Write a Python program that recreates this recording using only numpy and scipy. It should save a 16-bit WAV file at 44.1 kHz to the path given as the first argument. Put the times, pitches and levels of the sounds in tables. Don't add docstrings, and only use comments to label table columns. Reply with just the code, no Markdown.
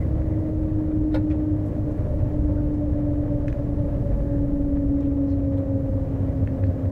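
import sys
import numpy as np
from scipy import signal
from scipy.fft import rfft, irfft, next_fast_len
from scipy.io import wavfile

SR = 44100
rng = np.random.default_rng(int(sys.argv[2]) if len(sys.argv) > 2 else 0)


def log_audio(samples):
    frames = np.atleast_2d(samples).T
    limited = np.clip(frames, -1, 1)
    pcm = np.round(limited * 32767).astype(np.int16)
    wavfile.write(sys.argv[1], SR, pcm)


N = 304731
T = np.arange(N) / SR
SLOTS_PER_SPAN, BRAKE_S = 72, 4.7


def amp(db):
    return 10 ** (np.asarray(db) / 20)

def unit(x):
    return x / np.sqrt(np.mean(abs(x) ** 2) + 1e-20)

def curves(rows):
    times, *columns = np.transpose(rows)
    return [np.interp(T, times, column) for column in columns]

def swell(middle_s, half_s):
    return np.exp(-((T - middle_s) / half_s) ** 2)

def braked(before_db, after_db, settle_s=0.55):
    return amp(np.interp(T, [BRAKE_S, BRAKE_S + settle_s], [before_db, after_db]))

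def add(mix, start_s, sound):
    part = mix[max(round(start_s * SR), 0):][:len(sound)]
    part += sound[:len(part)]

def noise(gain, size=N):
    full = next_fast_len(size + 2048)
    spectrum = rfft(rng.standard_normal(full)) * gain(np.fft.rfftfreq(full, 1 / SR))
    return unit(irfft(spectrum, full)[:size])

def coloured(points):
    hz, db = np.transpose(points)
    return noise(lambda f: amp(np.interp(np.log(f + 1), np.log(hz), db)))

def resonant(modes, size=N):
    def gain(f):
        powers = (amp(db) ** 2 / width / (1 + 2 * (1.2 * (f - hz) / width) ** 2) ** 2
                  for hz, width, db in modes)
        return np.sqrt(sum(powers))
    return noise(gain, size)

def waver(rate_hz, step=64):
    f = np.fft.fftfreq(N // step + 2, step / SR)
    white = rng.standard_normal((len(f), 2)) @ [1, 1j]
    slow = np.fft.ifft(np.fft.fft(white) / (1 + (f / rate_hz) ** 2))
    return np.interp(np.arange(N) / step, np.arange(len(f)), unit(slow))

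def lines(rows, spans, rough, rate_hz):
    out = np.zeros(N)
    for order, db in rows:
        wobble = np.sqrt(1 - rough) + np.sqrt(rough) * waver(rate_hz)
        tone = np.exp(2j * np.pi * (order * spans + rng.random()))
        out += amp(db) * (wobble * tone).real
    return np.sqrt(2) * out

def spans_passed(start_hz=314, sag_hz_per_s=6.42, brake_hz_per_s=1.35):
    slot_hz = start_hz - sag_hz_per_s * T - brake_hz_per_s * np.maximum(T - BRAKE_S, 0)
    return np.cumsum(slot_hz) / SR / SLOTS_PER_SPAN

# (time [s], level [dB])
WHINE_LEVELS = [(0, -39.5), (0.15, -31.5), (0.8, -26.5), (1.1, -24.5), (1.5, -24.5), (1.72, -33.5),
                (1.87, -30), (2.1, -39.5), (2.45, -28), (3.1, -26.5), (3.45, -29), (3.57, -41), (3.68, -29),
                (3.9, -30), (4.15, -42.5), (4.35, -27.5), (4.85, -23.5), (5.45, -25), (6.05, -32.5),
                (6.72, -33.5), (6.91, -32.5)]
# (order [cycles per span], level [dB re whine])
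WHINE_LINES = [(60, -34.5), (66, -30.5), (68, -19.5), (78, -21)]

def whine(spans):
    slot_tone = lines([(SLOTS_PER_SPAN, 0)], spans, rough=0.023, rate_hz=16)
    side_tones = lines(WHINE_LINES, spans, rough=0.57, rate_hz=2.7)
    beat_tone = lines([(SLOTS_PER_SPAN - 2, 0)], spans, rough=0.13, rate_hz=2.7)
    beat_gain = amp(-47) + amp(-43) * swell(middle_s=6.4, half_s=0.5)
    return amp(curves(WHINE_LEVELS)[0]) * (slot_tone + side_tones) + beat_gain * beat_tone

# (order [cycles per span], relative level [dB])
THROB_LINES = [(6, -41), (12, -34.5), (18, -46), (24, -34.5), (30, -41)]

def throb(spans):
    return braked(before_db=4, after_db=-7.5) * lines(THROB_LINES, spans, rough=0.53, rate_hz=0.33)

# (frequency [Hz], relative level [dB])
RUMBLE_SPECTRUM = [(4, -42.5), (12, -22), (24, -9), (36, -9), (52, -0.5), (70, 1.5), (100, -0.5),
                   (145, -5.5), (175, -7.5), (220, -12.5), (290, -10.5), (350, -18.5), (450, -21),
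                   (700, -70.5)]
# (time [s], deep gain [dB], upper gain [dB])
RUMBLE_GAINS = [(0, -29, -20.5), (.15, -19, -26.5), (.4, -33.5, -25), (.75, -25, -25.5), (1.05, -22, -26.5),
                (1.4, -29, -27), (1.9, -32.5, -25), (2.2, -23.5, -24.5), (2.8, -21.5, -26.5),
                (3.35, -22, -27), (3.85, -36.5, -25.5), (4.15, -21, -24), (4.45, -28, -25),
                (4.9, -22.5, -27), (5.2, -26.5, -27.5), (5.6, -29, -28), (5.95, -24, -26),
                (6.4, -28, -25.5), (6.91, -29, -25)]

def rumble(split_hz=68):
    whole = coloured(RUMBLE_SPECTRUM)
    deep = signal.sosfiltfilt(signal.butter(4, split_hz, fs=SR, output="sos"), whole)
    deep_db, upper_db = curves(RUMBLE_GAINS)
    return amp(deep_db) * deep + amp(upper_db) * (whole - deep)

def panel_boom(hz=97, width_hz=11):
    bump = amp(-25.5) * swell(middle_s=2.19, half_s=0.13)
    return (braked(before_db=-42, after_db=-28.5) + bump) * resonant([(hz, width_hz, 0)])

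# (frequency [Hz], relative level [dB])
RUSH_SPECTRUM = [(200, -20.5), (400, -7.5), (540, 2), (610, 0), (650, -9), (690, -5.5), (740, -12.5),
                 (900, -15.5), (1000, -20.5), (1350, -24.5), (2050, -47.5), (2800, -38), (4500, -54),
                 (9000, -69)]
# (frequency [Hz], relative level [dB])
VENT_SPECTRUM = [(500, -9), (2500, 3), (4500, 6), (6500, 3.5), (8500, -1.5), (11500, -6), (15500, -0.5)]
# (centre [Hz], width [Hz], relative level [dB])
TRIM_MODES = [(1090, 230, 1.5), (1490, 290, -3.5), (1682, 73, -5.5), (1740, 620, -3.5), (1904, 310, -2),
              (2330, 400, -7.5), (3050, 130, -19), (3800, 900, -17)]

def air(gust_db=1.85, flutter_db=1.5, lull_limit_db=5):
    whine_db = curves(WHINE_LEVELS)[0]
    lull_db = np.minimum(whine_db.mean() - whine_db, lull_limit_db)
    gusts_db = gust_db * waver(rate_hz=29).real
    rustle_db = gusts_db + flutter_db * waver(rate_hz=58).real
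    rush = amp(-40.5 + 0.19 * lull_db + gusts_db) * coloured(RUSH_SPECTRUM)
    trim = amp(-59.5 + 0.2 * lull_db + rustle_db) * resonant(TRIM_MODES)
    hiss = amp(-71.5 + 0.26 * lull_db) * coloured(VENT_SPECTRUM)
    return rush + trim + hiss

# (time [s], length [s], level [dB], centre [Hz], width [Hz])
BRUSHES = [(0.0, 0.044, -54, 2050, 220), (0.098, 0.51, -65, 1950, 300), (1.12, 0.026, -59, 1740, 400),
           (1.164, 0.013, -40.5, 854, 120), (1.293, 0.052, -53, 1710, 1600), (1.301, 0.017, -53, 2440, 200),
           (1.305, 0.02, -71, 5500, 4000), (1.65, 0.044, -69.5, 8400, 7000), (1.90, .04, -69, 6500, 4000),
           (2.56, 0.058, -55.5, 1480, 120), (2.733, 0.03, -70.5, 6450, 3560),
           (3.481, 0.031, -64, 3480, 2200), (4.177, 0.29, -60.5, 1700, 250),
           (4.999, 0.093, -65, 2680, 1630), (5.256, 0.087, -70, 5100, 1700),
           (5.257, 0.11, -71.5, 4180, 400), (5.568, 0.026, -63, 3480, 700), (5.573, .02, -70, 8000, 5970),
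           (6.258, 0.077, -61.5, 2070, 300), (6.626, 0.061, -68, 4040, 2000)]

def brushes(grain_db=4, grain_hz=90):
    out = np.zeros(N)
    for start_s, length_s, db, hz, width in BRUSHES:
        size = int(length_s * SR)
        add(out, start_s, amp(db) * resonant([(hz, width, 0)], size) * signal.windows.tukey(size, 0.7))
    return out * unit(amp(grain_db * waver(grain_hz).real))

DRONE_ORDERS = (144, 142, 141)
# (middle [s], half-length [s], level [dB])
DRONE_SWELLS = [
    [(0.45, 0.3, -48.5), (3.8, 2.67, -41.5), (6.8, 0.29, -45)],
    [(2.0, 0.87, -50), (3.35, 0.35, -42), (4.3, 0.31, -39)],
    [(5.7, 0.48, -36.5), (6.75, 0.23, -50)],
]
# (order [cycles per span], level [dB re first main tone])
FRINGE_LINES = [(132, -10), (134, -8), (136, -9.5), (138, -8.5), (140, -9), (143, -12), (146, -11),
                (147, -11), (162, -17)]
# (order [cycles per span], level [dB re first main tone])
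TWELFTH_LINES = [(210, -27), (216, -17.5)]

def drone(spans):
    gains = [sum(amp(db) * swell(middle_s, half_s) for middle_s, half_s, db in swells)
             for swells in DRONE_SWELLS]
    main = sum(gain * lines([(order, 0)], spans, rough=0.04, rate_hz=3)
               for order, gain in zip(DRONE_ORDERS, gains))
    fringe = lines(FRINGE_LINES, spans, rough=0.35, rate_hz=0.53)
    twelfth = lines(TWELFTH_LINES, spans, rough=0.35, rate_hz=2.5)
    return main + gains[0] * (fringe + twelfth)

# (time [s], peak [dB], pitch [factor], snap [share], hardness [dB/octave])
CLICKS = [(.217, -41, 0.89, 0.025, -2), (1.143, -33, 0.83, 0.08, -1), (1.1575, -39, 0.88, 0.14, 2),
          (1.3, -41, 0.7, 0.08, 3), (1.3116, -39, 1.34, 0.05, -6), (3.4793, -28, 0.995, 0.06, -1),
          (3.525, -33, 0.98, 0.055, -1), (5.005, -51, 2.1, 0.4, 0), (6.472, -31, 1.04, 0.012, -5),
          (6.636, -32, 0.99, 0.01, -6)]
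# (frequency [Hz], relative level [dB], t60 [s])
PLASTIC_MODES = [(1130, -12, .012), (1430, -10, .014), (1730, -1, 0.023), (2070, -3.5, 0.013),
                 (2520, -4.5, 0.012), (3000, -13.5, 0.015), (4100, -18, 0.014), (6460, -21.5, .012)]

def clicks(rise_s=0.0017, snap_s=0.003, pivot_hz=2000):
    out = np.zeros(N)
    t = np.arange(SR // 20) / SR - 0.003
    after = np.maximum(t, 0)
    attack = np.exp(-(np.minimum(t, 0) / rise_s) ** 2)
    for start_s, peak_db, pitch, snap_share, hardness in CLICKS:
        ring = np.zeros(len(t))
        for hz, db, t60 in PLASTIC_MODES:
            mode_db = db + hardness * np.log2(hz / pivot_hz) - 60 * after / t60
            ring += amp(mode_db) * np.sin(2 * np.pi * hz * pitch * t)
        snap = np.exp(-after / snap_s) * resonant([(5500, 4700, 0)], len(t))
        click = attack * (ring + 2 * snap_share * snap)
        add(out, start_s, amp(peak_db) * click / abs(click).max())
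    return out

# (frequency [Hz], relative level [dB], t60 [s])
HOLLOW_MODES = [(530, 0, .09), (595, -12, .1), (790, -14, .08), (880, -11, .1), (1030, -21, .12),
                (1270, -24, .15), (1440, -15.5, .12), (1725, -17, .13), (2060, -17, .08), (2300, -21, .1),
                (2627, -28, .1)]
# (centre [Hz], width [Hz], relative level [dB])
RUB_EDGE = [(3150, 400, -2), (3830, 300, 3), (4200, 400, -2), (5000, 450, -8)]
# (centre [Hz], width [Hz], relative level [dB])
RUB_FIZZ = [(8200, 4000, 2), (13000, 5000, -1)]
# (level [dB], hold [s], t60 [s])
RUB_DECAYS = [(-44.5, 0.004, 0.085), (-61.5, 0.004, 0.1)]

def hard_rub(slip_s=1.141, touch_s=0.026, touch_db=-15, attack_s=0.0045, build_s=0.0025, hold_s=0.017):
    out = np.zeros(N)
    t = np.arange(SR // 5) / SR
    build = 1 - np.exp(-(t / build_s) ** 2)
    for hz, db, t60 in HOLLOW_MODES:
        decay = amp(-60 * np.maximum(t - hold_s, 0) / t60)
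        ring = np.sin(2 * np.pi * (hz * t + rng.random()))
        scrape = 0.45 * resonant([(hz, hz / 6, 0)], len(t))
        add(out, slip_s, amp(db - 27.5) * build * decay * (ring + scrape))
    for bands, (db, noise_hold_s, t60) in zip((RUB_EDGE, RUB_FIZZ), RUB_DECAYS):
        corners_s = np.cumsum([0, touch_s, attack_s, noise_hold_s, t60])
        shape_db = np.interp(t, corners_s, [2 * touch_db, touch_db, 0, 0, -60])
        add(out, slip_s - touch_s, amp(db + shape_db) * resonant(bands, len(t)))
    return out

def cabin(direct, t60=0.14, wet_db=-11, gap_s=0.003):
    t = np.arange(SR // 4) / SR
    tail = rng.standard_normal(len(t)) * amp(-60 * t / t60) * (t > gap_s)
    return direct + amp(wet_db) * signal.fftconvolve(direct, tail / np.linalg.norm(tail))[:N]

def scene():
    spans = spans_passed()
    train = whine(spans) + throb(spans) + rumble() + panel_boom() + air() + drone(spans)
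    close_by = brushes() + clicks() + hard_rub()
    return (train + cabin(close_by))[None]

def record(dry, cutoff_hz=15750, fade_s=0.003):
    fades = np.clip(np.minimum(T, T[-1] - T) / fade_s, 0, 1)
    lowpass = signal.firwin(511, cutoff_hz, window=("kaiser", 9), fs=SR)
    return signal.oaconvolve(dry * fades, lowpass[None], "same")


dry = scene()
out = record(dry)
log_audio(out)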